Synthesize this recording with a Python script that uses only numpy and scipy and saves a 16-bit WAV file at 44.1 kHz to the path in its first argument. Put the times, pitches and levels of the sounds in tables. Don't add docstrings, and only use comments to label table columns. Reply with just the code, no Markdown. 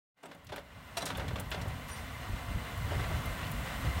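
import sys
import numpy as np
from scipy import signal
from scipy.fft import rfft, irfft
from scipy.io import wavfile
from scipy.ndimage import uniform_filter1d

SR = 44100
rng = np.random.default_rng(int(sys.argv[2]) if len(sys.argv) > 2 else 0)


def waveform_to_disk(signal):
    frames = np.transpose(np.atleast_2d(signal))
    scaled = np.clip(frames, -1, 1) * 32767
    samples = np.round(scaled).astype(np.int16)
    wavfile.write(sys.argv[1], SR, samples)


N = 176400


def undb(db):
    return 10 ** (np.asarray(db) / 20)


def unit(x):
    return x / np.sqrt(np.mean(x ** 2))


def curve(points):
    return np.interp(np.arange(N) / SR, *np.array(points).T)


def colour(x, points, tilt=0, top_hz=16000):
    octave = np.log2(np.fft.rfftfreq(len(x), 1 / SR) + 1)
    hz, db = np.array(points).T
    slope = tilt * np.clip(octave, np.log2(hz[1]), np.log2(top_hz))
    return unit(irfft(rfft(x) * undb(np.interp(octave, np.log2(hz), db) + slope), len(x)))


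def lowpass(x, hz):
    return signal.sosfiltfilt(signal.butter(2, hz, fs=SR, output="sos"), x)


def grains(size, grit=0.59):
    noise, strength = rng.standard_normal((2, size))
    return noise * np.exp(grit * strength)


def walk(rate):
    hold = int(SR / rate)
    steps = np.repeat(rng.standard_normal(N // hold + 1), hold)
    return unit(uniform_filter1d(uniform_filter1d(steps, hold), hold)[:N])


def fade(t, t60):
    return np.exp(-np.log(1000) * t / t60)


def add(out, start, x):
    i = int(start * SR)
    out[i:i + len(x)] += x[:max(N - i, 0)]


def ripple(x, depth_db, spacing_hz=44.81):
    f = np.fft.rfftfreq(N, 1 / SR)
    peaks = np.interp(f / spacing_hz, np.arange(2048), rng.standard_normal(2048))
    db = depth_db * peaks * f / (f + 900)
    cepstrum = irfft(np.log(undb(db)), N)
    response = np.exp(rfft(2 * cepstrum * (np.arange(N) < N // 2)))
    return irfft(rfft(x) * response / np.sqrt(np.mean(np.abs(response) ** 2)), N)


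def bursts(rows, shape, grit, rise):
    out, t = np.zeros(N), np.arange(SR // 2) / SR
    for start, db, length in rows:
        age = t / (length * rise)
        burst = colour(grains(len(t), grit), shape) * age * np.exp(1 - age)
        add(out, start, undb(db) * burst / np.sqrt(np.sum(burst ** 2) / (2 * length * rise * SR)))
    return out


# frequency in Hz, spectral density in dB.
RUSH_SPECTRUM = [(30, -15), (120, -9.5), (250, 4.5), (370, -9), (520, -0.5), (700, 0.5), (870, -1.5),
                 (1100, -1), (1300, -1), (2000, -3), (3200, -7), (5000, -15.5), (6000, -15.5),
                 (9200, -17.5), (10400, -20), (11500, -16.5), (16000, -19.5)]
# frequency in Hz, half-width in Hz, level in dB against the rush.
WHIR_RESONANCES = [(451, 22, -23), (682, 33, -16.5), (1007, 59, -14), (1117, 37, -16), (3080, 35, -24.5),
                   (4370, 74, -28)]
# time in seconds, level in dB.
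RUSH_FADE_IN = [(0, -125), (.145, -110), (.175, -70), (.3, -58.5), (.45, -61), (.68, -57.5), (.95, -51),
                (1.3, -48.5), (1.7, -47), (2.2, -45.5), (2.7, -44.5), (3.05, -41.5), (3.4, -42), (4, -41)]


def machinery(hiss_hz=6000, flicker_db=0.92):
    rush = ripple(colour(grains(N, grit=0.3), RUSH_SPECTRUM), depth_db=3.5)
    body = lowpass(rush, hiss_hz)
    hiss = (rush - body) * undb(-4.5 + 0.5 * np.arange(N) / SR)
    f = np.fft.rfftfreq(N, 1 / SR)
    air = rfft(rng.standard_normal(N))
    whir = sum(undb(db) * unit(irfft(air / (1 + ((f - hz) / width) ** 2), N))
               for hz, width, db in WHIR_RESONANCES)
    return (body * undb(flicker_db * walk(24.905)) + hiss + whir) * undb(curve(RUSH_FADE_IN))


# start in seconds, level in dB, length in seconds.
PANEL_KNOCKS = [(0.227, -50, .015), (0.246, -44.5, 0.0091), (0.493, -51, 0.013), (0.517, -38.5, 0.016),
                (.571, -44, 0.023), (2.902, -40.5, 0.041), (2.998, -45, .012), (3.095, -41.5, .025)]
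# frequency in Hz, bandwidth in Hz, level in dB.
PANEL_RESONANCES = [(401, 134, -5.5), (593, 100, -1), (744, 120, -2.5), (1400, 340, -11.5)]


def panels(grit=0.38, rise=0.36):
    out, t = np.zeros(N), np.arange(SR // 4) / SR
    for start, db, length in PANEL_KNOCKS:
        age = t / (length * rise)
        force = grains(len(t), grit) * age * np.exp(1 - age)
        boom = np.zeros(len(t))
        for hz, width, mode_db in PANEL_RESONANCES:
            band = signal.butter(2, [hz - width / 2, hz + width / 2], "bandpass", fs=SR, output="sos")
            boom += undb(mode_db) * unit(signal.sosfilt(band, force))
        add(out, start, undb(db) * boom / np.sqrt(np.sum(boom ** 2) / (2 * length * rise * SR)))
    return out


# start in seconds, level in dB, centre frequency in Hz.
FITTING_TICKS = [(0.23, -53.5, 7700), (.255, -51, 8150), (0.347, -55, 8500), (.467, -46, 4180),
                 (.444, -53, 12000), (0.559, -43, 9900), (0.588, -53, 11200), (0.975, -39, 11600),
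                 (1.171, -38, 9700), (1.281, -46, 6800), (1.397, -32.5, 10600), (1.504, -45, 11000),
                 (1.679, -44.5, 8200), (1.882, -49, 8950), (2.775, -42.5, 14000), (3.255, -39, 13100),
                 (3.514, -37.5, 13000)]


def fittings(attack_s=0.0023, t60=0.037, half_width_octaves=0.73):
    out, t = np.zeros(N), np.arange(SR // 8) / SR
    f = np.fft.rfftfreq(len(t), 1 / SR) + 1
    for start, db, hz in FITTING_TICKS:
        band = 1 / (1 + (np.log2(f / hz) / half_width_octaves) ** 2)
        tick = unit(irfft(rfft(grains(len(t))) * band, len(t)))
        add(out, start, undb(db) * tick * (1 - np.exp(-t / attack_s)) * fade(t, t60))
    return ripple(out, depth_db=2)


# start in seconds, length in seconds, frequency in Hz, level in dB.
HINGE_PARTIALS = [(0.231, .045, 7700, -61), (0.246, 0.032, 8620, -61), (1.876, 0.021, 11400, -57),
                  (1.881, 0.08, 9250, -47.5), (1.878, 0.089, 5814, -54), (1.892, 0.092, 4750, -61),
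                  (1.921, .045, 8900, -52), (1.96, 0.12, 8720, -64), (1.935, 0.063, 10465, -62)]
# start in seconds, level in dB, length in seconds.
HINGE_SCRAPES = [(1.878, -51, 0.029), (1.95, -53, .04)]
# frequency in Hz, spectral density in dB.
SCRAPE_SPECTRUM = [(300, -10), (1500, 13), (3500, -2), (5500, 4), (8000, -5), (12000, 0), (16000, -18)]


def hinge(waver=0.0026, roughness=0.46):
    squeak = np.zeros(N)
    for start, length, hz, db in HINGE_PARTIALS:
        n = int(length * SR)
        pitch = hz * (1 + waver * walk(700)[:n])
        jitter = walk(400)[:n] + 1j * walk(410)[:n]
        grip = (1 + roughness * jitter) / np.sqrt(1 + 2 * roughness ** 2)
        partial = np.imag(grip * np.exp(2j * np.pi * np.cumsum(pitch) / SR))
        add(squeak, start, undb(db) * np.hanning(n) * partial)
    return squeak + bursts(HINGE_SCRAPES, SCRAPE_SPECTRUM, grit=0.35, rise=0.54)


def struck_steel(blows, spectrum, modes, attack_s, crash_t60, tail_t60, tilt_top_hz):
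    out, t = np.zeros(N), np.arange(SR // 2) / SR
    hz, mode_db, ring_t60 = np.array(modes).T[:, :, None]
    for start, db, tilt, ring_db in blows:
        crash = colour(grains(len(t)), spectrum, tilt, tilt_top_hz) * fade(t, crash_t60)
        tail = colour(rng.standard_normal(len(t)), spectrum, tilt - 3.5, tilt_top_hz) * fade(t, tail_t60)
        scatter, detune, phase = rng.standard_normal((3, len(modes), 1))
        gain = undb(mode_db + 3 * scatter + tilt * np.log2(hz))
        pitch = hz * (1 + 0.008 * detune)
        partials = gain * fade(t, ring_t60) * np.sin(2 * np.pi * (pitch * t + phase))
        ring = partials.sum(0) / np.sqrt(np.sum(gain ** 2) / 2)
        onset = 1 - np.exp(-t / attack_s)
        add(out, start, undb(db) * onset * (crash + undb(-10) * tail + undb(ring_db) * ring))
    return out


# start in seconds, level in dB, tilt in dB per octave, ring in dB against the crash.
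FRAME_BLOWS = [(.233, -44.5, -1, -12), (.255, -44.5, -1.5, -5), (.287, -48, -6, -7),
               (.313, -44.5, 0.5, -10), (.347, -49, -5.5, -7), (.490, -45, 4, -13), (.520, -40.5, 5, -15),
               (.533, -40, -3, -3), (.559, -38, 0.5, -20), (.578, -42, 1, -4), (1.025, -35, -3, -2),
               (1.063, -34, 2.5, -14), (1.101, -30.5, .5, -12), (1.125, -38.5, -14.5, -4.5),
               (1.149, -37, 0.5, -1.5), (1.178, -36.5, -.5, -3), (1.195, -33.5, -1, -11),
               (1.215, -40.5, -2.5, -7), (1.236, -36.5, -5, -6), (1.279, -40.5, 4.5, -4),
               (1.306, -35.5, -4.5, -7), (1.357, -34, 0, -5.5), (1.383, -38.5, -1.5, -10),
               (1.402, -41, -3, -5), (1.514, -30.5, 3, -12), (1.541, -34.5, 1, -1),
               (1.575, -38.5, -5, -3.5), (1.612, -46, -24, -6), (1.655, -39.5, -5, -2.5),
               (1.897, -43.5, 1.5, -6)]
# frequency in Hz, spectral density in dB.
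FRAME_SPECTRUM = [(40, -36), (150, -12), (340, -7), (600, -0.5), (1000, -4.5), (1500, -4.5), (2200, -8),
                  (3600, -11.5), (5200, -21), (9000, -30), (16000, -38)]
# frequency in Hz, level in dB, 60 dB decay time in seconds.
FRAME_RESONANCES = [(169.3, -3.5, 0.28), (276, -2.5, 0.32), (461.6, -7.5, 0.19), (568, -4.5, 0.6),
                    (681, 1.5, 0.24), (748.4, -3.5, 0.39), (952, 0, 0.22), (1310, -16, 0.064),
                    (1576, 7, 0.081), (1800, 8, 0.037), (2710, 0, 0.11), (3435, 10.5, 0.045),
                    (3620, 2, 0.1)]


def frame():
    bangs = struck_steel(FRAME_BLOWS, FRAME_SPECTRUM, FRAME_RESONANCES,
                         attack_s=0.0022, crash_t60=0.085, tail_t60=0.32, tilt_top_hz=3380)
    return ripple(bangs, depth_db=1.2)


# frequency in Hz, spectral density in dB.
WIND_SPECTRUM = [(15, -64), (32, -12), (45, -3.5), (65, 2), (110, -2.5), (160, -7.5), (250, -17.5),
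                 (400, -30.5), (1000, -71), (4000, -82)]
# time in seconds, level in dB.
WIND_ENVELOPE = [(0, -125), (.15, -100), (.25, -74.5), (.42, -60.5), (.5, -49.5), (.7, -55), (.95, -52),
                 (1.1, -45), (1.33, -37.5), (1.45, -43), (1.7, -38), (1.87, -44.5), (1.97, -45), (2.2, -43),
                 (2.7, -45.5), (2.83, -37.5), (3.2, -35.5), (3.35, -41), (3.55, -34.5), (3.72, -40.5),
                 (4, -37.5)]
# start in seconds, level in dB, length in seconds.
WIND_BUFFETS = [(1.335, -34, 0.009), (2.29, -32.5, 0.013), (2.332, -29, 0.014), (2.482, -35, 0.041),
                (2.548, -30.5, 0.031), (2.965, -36, 0.013), (3.12, -34.5, 0.056), (3.845, -31, 0.04)]


def wind(gust_db=0.86, deep_hz=64.4, deep_full_s=2.2, deep_db_per_s=4):
    rumble = colour(rng.standard_normal(N), WIND_SPECTRUM)
    deep_gain = undb(deep_db_per_s * np.minimum(np.arange(N) / SR - deep_full_s, 0))
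    rumble += (deep_gain - 1) * lowpass(rumble, deep_hz)
    gusts = undb(curve(WIND_ENVELOPE) + gust_db * walk(7.9))
    return rumble * gusts + bursts(WIND_BUFFETS, WIND_SPECTRUM, grit=0.056, rise=0.44)


# start in seconds, level in dB, tilt in dB per octave, ring in dB against the crash.
LATCH_BLOWS = [(.969, -32.5, -1, 2.5), (.976, -32, 0.5, -8), (1.006, -40, -3, -2), (1.019, -39, 1.5, 4.5),
               (1.054, -35.5, 6.5, -17), (1.058, -35, 2, -7), (1.075, -43, 1, -5), (1.087, -39.5, -2, -4),
               (1.613, -42, -1, 0)]
# frequency in Hz, spectral density in dB.
LATCH_SPECTRUM = [(100, -25), (400, -4), (900, -3), (2000, -2.5), (4000, -4.5), (5500, -5.5), (9000, -8.5),
                  (16000, -22.5)]
# frequency in Hz, level in dB, 60 dB decay time in seconds.
LATCH_RESONANCES = [(678, -2, 0.19), (926, -1, 0.13), (1290, -3, .09), (1545, -7, 0.066), (2740, -9, 0.12),
                    (3420, 1, 0.044), (3936, 4.5, 0.062), (4080, 4, 0.046), (4339, 0, 0.033),
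                    (5000, -18, 0.13), (5660, -3, 0.071), (7580, -7, 0.07), (8640, -6, 0.091),
                    (9500, -12, .08), (11600, -6, .05)]


def latch():
    clanks = struck_steel(LATCH_BLOWS, LATCH_SPECTRUM, LATCH_RESONANCES,
                          attack_s=0.0016, crash_t60=0.062, tail_t60=0.2, tilt_top_hz=11000)
    return ripple(clanks, depth_db=2.2)


# start in seconds, level in dB, length in seconds.
HOOF_SCUFFS = [(2.895, -42, 0.044), (2.992, -37, 0.016), (3.035, -40.5, 0.018), (3.835, -44.5, 0.037)]
# frequency in Hz, spectral density in dB.
GRAVEL_SPECTRUM = [(100, -4), (300, 8), (550, 4.5), (800, 1), (1400, 3), (3500, -8.5), (6000, -20),
                   (16000, -39)]


def gravel():
    return bursts(HOOF_SCUFFS, GRAVEL_SPECTRUM, grit=0.78, rise=0.5)


def scene():
    mix = machinery() + panels() + fittings() + hinge() + frame() + wind() + latch() + gravel()
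    return np.tile(mix, (2, 1))


def record(dry):
    return signal.sosfilt(signal.ellip(10, 0.2, 70, 15900, fs=SR, output="sos"), dry)


dry = scene()
out = record(dry)
waveform_to_disk(out)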